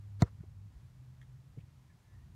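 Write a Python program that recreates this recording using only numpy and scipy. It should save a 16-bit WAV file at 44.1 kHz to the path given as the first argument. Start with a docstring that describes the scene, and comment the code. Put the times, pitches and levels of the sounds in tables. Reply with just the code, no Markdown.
"""A football is kicked at the crossbar of a goal on an open grass field: one short, sharp thump.
The ball's skin slaps, its body pushes out a falling low pulse and the air inside rings briefly.
Soft thuds on the turf, a far double clack and faint chirps follow,
over a wavering drone, low outdoor rumble and thin hiss."""
import sys
import numpy as np
from scipy import signal
from scipy.fft import rfft, irfft
from scipy.io import wavfile

SR = 44100
rng = np.random.default_rng(int(sys.argv[2]) if len(sys.argv) > 2 else 0)


def output_pcm(signal):
    """Save a mono or channel-first signal as 16-bit PCM at the path in sys.argv[1].

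    Samples are clipped to [-1, 1] before scaling.
    """
    pcm = np.clip(np.atleast_2d(signal).T, -1, 1) * 32767
    wavfile.write(sys.argv[1], SR, np.round(pcm).astype(np.int16))


N = 103635
T = np.arange(N) / SR
KICK_S = 0.2207


def ball():
    """Kicked ball: the body pushes a low pulse that sags in pitch, air and skin ring, the skin slaps."""
    # Enclosed air, then skin. Each row: frequency in Hz, level in dB, t60 in seconds, rise in seconds.
    air_modes = [(298, -17.5, 0.032, 0.0018), (389, -32, 0.072, 0.0024), (480.7, -32.5, 0.072, 0.0032),
                 (567, -38, 0.046, 0.00077), (695, -19.5, 0.026, 0.00075), (960, -27, 0.035, 0.00041),
                 (1080, -33, 0.031, 0.0006), (1218, -34, 0.039, 0.0012), (1341, -34.5, 0.043, 0.0015),
                 (1540, -45, 0.042, 0.0006)]
    skin_modes = [(1780, -43, 0.044, 0.0012), (1930, -34.5, 0.033, 0.0011), (2110, -35, 0.03, 0.0016),
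                  (2235, -44.5, 0.021, 0.0014), (3730, -52, 0.015, .0004), (4220, -24.5, 0.0076, 0.00036),
                  (5360, -43, 0.013, .0005), (6080, -36, 0.011, 0.00045), (6960, -38, 0.0089, 0.00056)]
    # Slap spectrum. Each row: frequency in Hz, relative level in dB.
    slap_spectrum = [(600, 3), (1900, -13), (2450, -24), (3000, -17), (3500, 3.5), (4300, -21), (4950, -32),
                     (5400, -11), (6100, -3), (6550, -7.5), (7000, 3.5), (7800, -12.5), (9400, -7),
                     (10200, -30), (11200, -13), (14200, -19), (15500, -28)]
    # Skin contacts. Each row: delay after the kick in seconds, level in dB, decay in seconds.
    contacts = [(.0002, -30, 0.00084), (.002, -34.5, 0.00084), (.008, -56, 0.0025)]
    start_hz, end_hz, sag_s = 215, 46.5, 0.01
    t = since(KICK_S + 0.0015)
    cycles = end_hz * t + (start_hz - end_hz) * sag_s * (1 - np.exp(-t / sag_s))
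    push = amp(-12.5) * swell(t, peak_s=0.0043, shape=0.95) * np.sin(2 * np.pi * cycles)
    slap_envelope = sum(amp(db) * burst(KICK_S + delay_s, 0.00013, decay_s)
                        for delay_s, db, decay_s in contacts)
    slap = noise(slap_spectrum) * slap_envelope
    return push - ring(KICK_S, air_modes) + ring(KICK_S, skin_modes, alternate=True) + slap


def lead_in_swish():
    """A faint, short swish of noise just before the thump."""
    # Swish spectrum. Each row: frequency in Hz, relative level in dB.
    swish_spectrum = [(300, 7), (1800, -4), (2700, -11), (4300, -5), (6300, -16), (9000, -19), (14000, -28)]
    return amp(-48.5) * noise(swish_spectrum) * bell(KICK_S - 0.005, width_s=0.0097)


def field():
    """The field returns a short scatter of the kick and one dull, smeared echo, both as noise."""
    # Scatter and echo spectra. Each row: frequency in Hz, relative level in dB.
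    scatter_spectrum = [(200, 3), (500, 13.5), (900, -1), (1400, -14), (2600, -12.5), (6000, -12.5),
                        (9000, -42), (14000, -29)]
    echo_spectrum = [(400, -8), (900, -7), (1300, 0), (2000, -13), (2800, -21), (7000, -26), (14000, -44)]
    scatter = amp(-49) * noise(scatter_spectrum) * burst(KICK_S, rise_s=0.0042, decay_s=0.019)
    echo = amp(-61.5) * noise(echo_spectrum) * bell(peak_s=0.272, width_s=0.013)
    return scatter + echo


def turf():
    """Dull thuds a few cycles long, and rustling grass."""
    # Thuds. Each row: peak time in seconds, level in dB, pitch in Hz, width in seconds.
    thud_events = [(0.4096, -37, 128, 0.0036), (0.439, -51, 351, 0.0023), (0.769, -44.5, 61, 0.011),
                   (1.577, -41.5, 191.9, 0.0013), (1.5855, -37, 132, 0.0057), (1.613, -49.5, 122, 0.0089)]
    # Rustles. Each row: peak time in seconds, level in dB, band centre in Hz, width in seconds.
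    rustle_events = [(.408, -75, 1290, 0.0043), (.445, -71, 704, 0.0097), (1.58, -63, 390, 0.0096),
                     (1.59, -72, 2200, 0.005), (1.608, -71.5, 2370, 0.0045)]
    thuds = sum(amp(db) * bell(peak_s, width_s) * np.cos(2 * np.pi * hz * (T - peak_s))
                for peak_s, db, hz, width_s in thud_events)
    rustles = sum(amp(db) * band(hz, octaves=0.32) * bell(peak_s, width_s)
                  for peak_s, db, hz, width_s in rustle_events)
    return rustles - thuds


def clacks():
    """Something hard rattles at the far goal: two short rings with a gritty edge."""
    # Hits. Each row: start in seconds, level in dB.
    hits = [(1.2149, -54), (1.2271, -58)]
    # Ring. Each row: frequency in Hz, level in dB re the hit, t60 in seconds, rise in seconds.
    modes = [(1339, -11, 0.034, 0.00082), (1760, 3, .016, 0.0012), (1873, 1.5, 0.021, 0.0013),
             (2130, -12, 0.049, 0.00074), (3250, -12.5, 0.05, 0.0012), (3450, -21, 0.029, 0.0015)]
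    # Grit spectrum. Each row: frequency in Hz, relative level in dB.
    grit_spectrum = [(500, -16), (1800, -5), (2600, -13), (3300, 9), (4500, -17), (7100, -4), (8200, -25),
                     (9600, -10), (13000, -25)]
    grit = amp(-12) * noise(grit_spectrum)
    out = np.zeros(N)
    for start_s, db in hits:
        edge = grit * burst(start_s, rise_s=0.00058, decay_s=0.0044)
        out += amp(db) * (ring(start_s, modes) + edge)
    return out


def chirps():
    """Thin, fluttering tones far off, perhaps birds."""
    # Each row: peak time in seconds, level in dB, pitch in Hz, width in seconds, glide in Hz per second.
    calls = [(1.912, -71, 1744, 0.012, -1500), (1.915, -80, 2140, 0.027, 0), (2.14, -77, 1780, 0.058, 1000),
             (2.14, -77, 1930, 0.028, -1000), (2.222, -81.5, 1860, .016, 2000.5)]
    out = np.zeros(N)
    for peak_s, db, hz, width_s, glide_hz_per_s in calls:
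        pitch_hz = hz * (1 + 0.0246 * drift(rate_hz=133)) + glide_hz_per_s * (T - peak_s)
        flutter = 1 + 0.35 * drift(rate_hz=120)
        out += amp(db) * bell(peak_s, width_s) * flutter * tone(pitch_hz)
    return out


def drone():
    """Distant low tone, wavering in pitch and level."""
    # Each row: time in seconds, rms level in dB, pitch in Hz.
    track = [(0, -47.5, 103), (.2, -50, 103), (.3, -54.5, 100.9), (.54, -57, 99.32), (.6, -44, 98),
             (.7, -63.5, 105.6), (.86, -56.5, 128.7), (1.12, -56.5, 127.5), (1.36, -54.5, 131.1),
             (1.45, -69.5, 130), (1.8, -63, 126.1), (2.05, -80.5, 120), (2.17, -55.5, 89.14),
             (2.35, -64.5, 89)]
    pitch_hz = curve(track, column=2) * (1 + 0.017 * drift(rate_hz=11))
    level_db = curve(track) + 2.5 * drift(rate_hz=9.6)
    return np.sqrt(2) * amp(level_db) * tone(pitch_hz)


def outdoors():
    """Low rumble and thin hiss, slowly varying in level."""
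    # Spectra. Each row: frequency in Hz, relative level in dB.
    rumble_spectrum = [(20, -28), (40, -12), (60, 0.5), (90, 1), (135, -1), (185, -11.5), (250, -21),
                       (400, -37.5), (800, -59.5)]
    hiss_spectrum = [(100, 1.5), (300, 1.5), (500, -4.5), (1000, -3), (1400, -7), (1900, -8), (2800, -11.5),
                     (4500, -13.5), (7000, -15.5), (10200, -20.5), (13200, -20), (13800, -28), (15600, -27)]
    # Level curves. Each row: time in seconds, rms level in dB.
    rumble_levels = [(0, -58), (.55, -55.5), (.77, -57), (.9, -58), (1.6, -57.5), (1.85, -60.5),
                     (2.07, -63), (2.18, -55.5), (2.35, -54.5)]
    hiss_levels = [(0, -73), (.7, -73), (.79, -72.5), (.88, -73), (1.5, -73), (1.9, -72.5), (2.35, -73.5)]
    rumble = amp(curve(rumble_levels)) * noise(rumble_spectrum)
    hiss_db = curve(hiss_levels) + 0.5 * drift(rate_hz=4.2)
    return rumble + amp(hiss_db) * noise(hiss_spectrum)


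def amp(db):
    """Decibels to gain."""
    return 10 ** (np.asarray(db) / 20)


def curve(rows, column=1):
    """One table column, interpolated linearly in time."""
    rows = np.array(rows)
    return np.interp(T, rows[:, 0], rows[:, column])


def tone(pitch_hz):
    """Sine following a pitch curve."""
    return np.sin(2 * np.pi * np.cumsum(pitch_hz) / SR)


def shaped_noise(gains):
    """White noise weighted per frequency bin, scaled to rms 1."""
    x = irfft(rfft(rng.standard_normal(N)) * gains, N)
    return x / np.sqrt(np.mean(x ** 2) + 1e-20)


def noise(spectrum):
    """Noise of rms 1 with a spectrum interpolated over log frequency."""
    hz, db = np.transpose(spectrum)
    bins_hz = np.fft.rfftfreq(N, 1 / SR)
    return shaped_noise(amp(np.interp(np.log(bins_hz + 1), np.log(hz), db)))


def band(centre_hz, octaves):
    """Noise of rms 1 around one frequency."""
    bins_hz = np.fft.rfftfreq(N, 1 / SR)
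    offset_octaves = np.log2((bins_hz + 1) / centre_hz)
    return shaped_noise(1 / (1 + (offset_octaves / octaves) ** 2))


def drift(rate_hz):
    """Zero-mean random wander of rms 1."""
    bins_hz = np.fft.rfftfreq(N, 1 / SR)
    return shaped_noise(np.exp(-(bins_hz / rate_hz) ** 2) * (bins_hz > 0))


def since(start_s):
    """Seconds since the start, zero before it."""
    return np.maximum(T - start_s, 0)


def burst(start_s, rise_s, decay_s):
    """Quick attack, exponential release."""
    t = since(start_s)
    return (1 - np.exp(-t / rise_s)) * np.exp(-t / decay_s)


def bell(peak_s, width_s):
    """Gaussian envelope."""
    return np.exp(-0.5 * ((T - peak_s) / width_s) ** 2)


def swell(t, peak_s, shape):
    """Soft impact envelope: rises to 1 at peak_s, then relaxes."""
    return (t / peak_s * np.exp(1 - t / peak_s)) ** shape


def ring(start_s, modes, alternate=False):
    """Decaying modes struck together; alternate inverts every second one."""
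    t = since(start_s)
    out = np.zeros(N)
    for i, (hz, db, t60_s, rise_s) in enumerate(modes):
        sign = (-1) ** i if alternate else 1
        envelope = burst(start_s, rise_s, decay_s=t60_s / np.log(1000))
        out += sign * amp(db) * envelope * np.sin(2 * np.pi * hz * t)
    return out


def scene():
    """All sources, summed to mono."""
    kick = ball() + lead_in_swish() + field()
    return (kick + turf() + clacks() + chirps() + drone() + outdoors())[None]


def record(dry):
    """Linear-phase low-pass."""
    cutoff_hz = 15750
    lowpass = signal.firwin(511, cutoff_hz, window=("kaiser", 9), fs=SR)
    return signal.oaconvolve(dry, lowpass[None], "same")


dry = scene()
out = record(dry)
output_pcm(out)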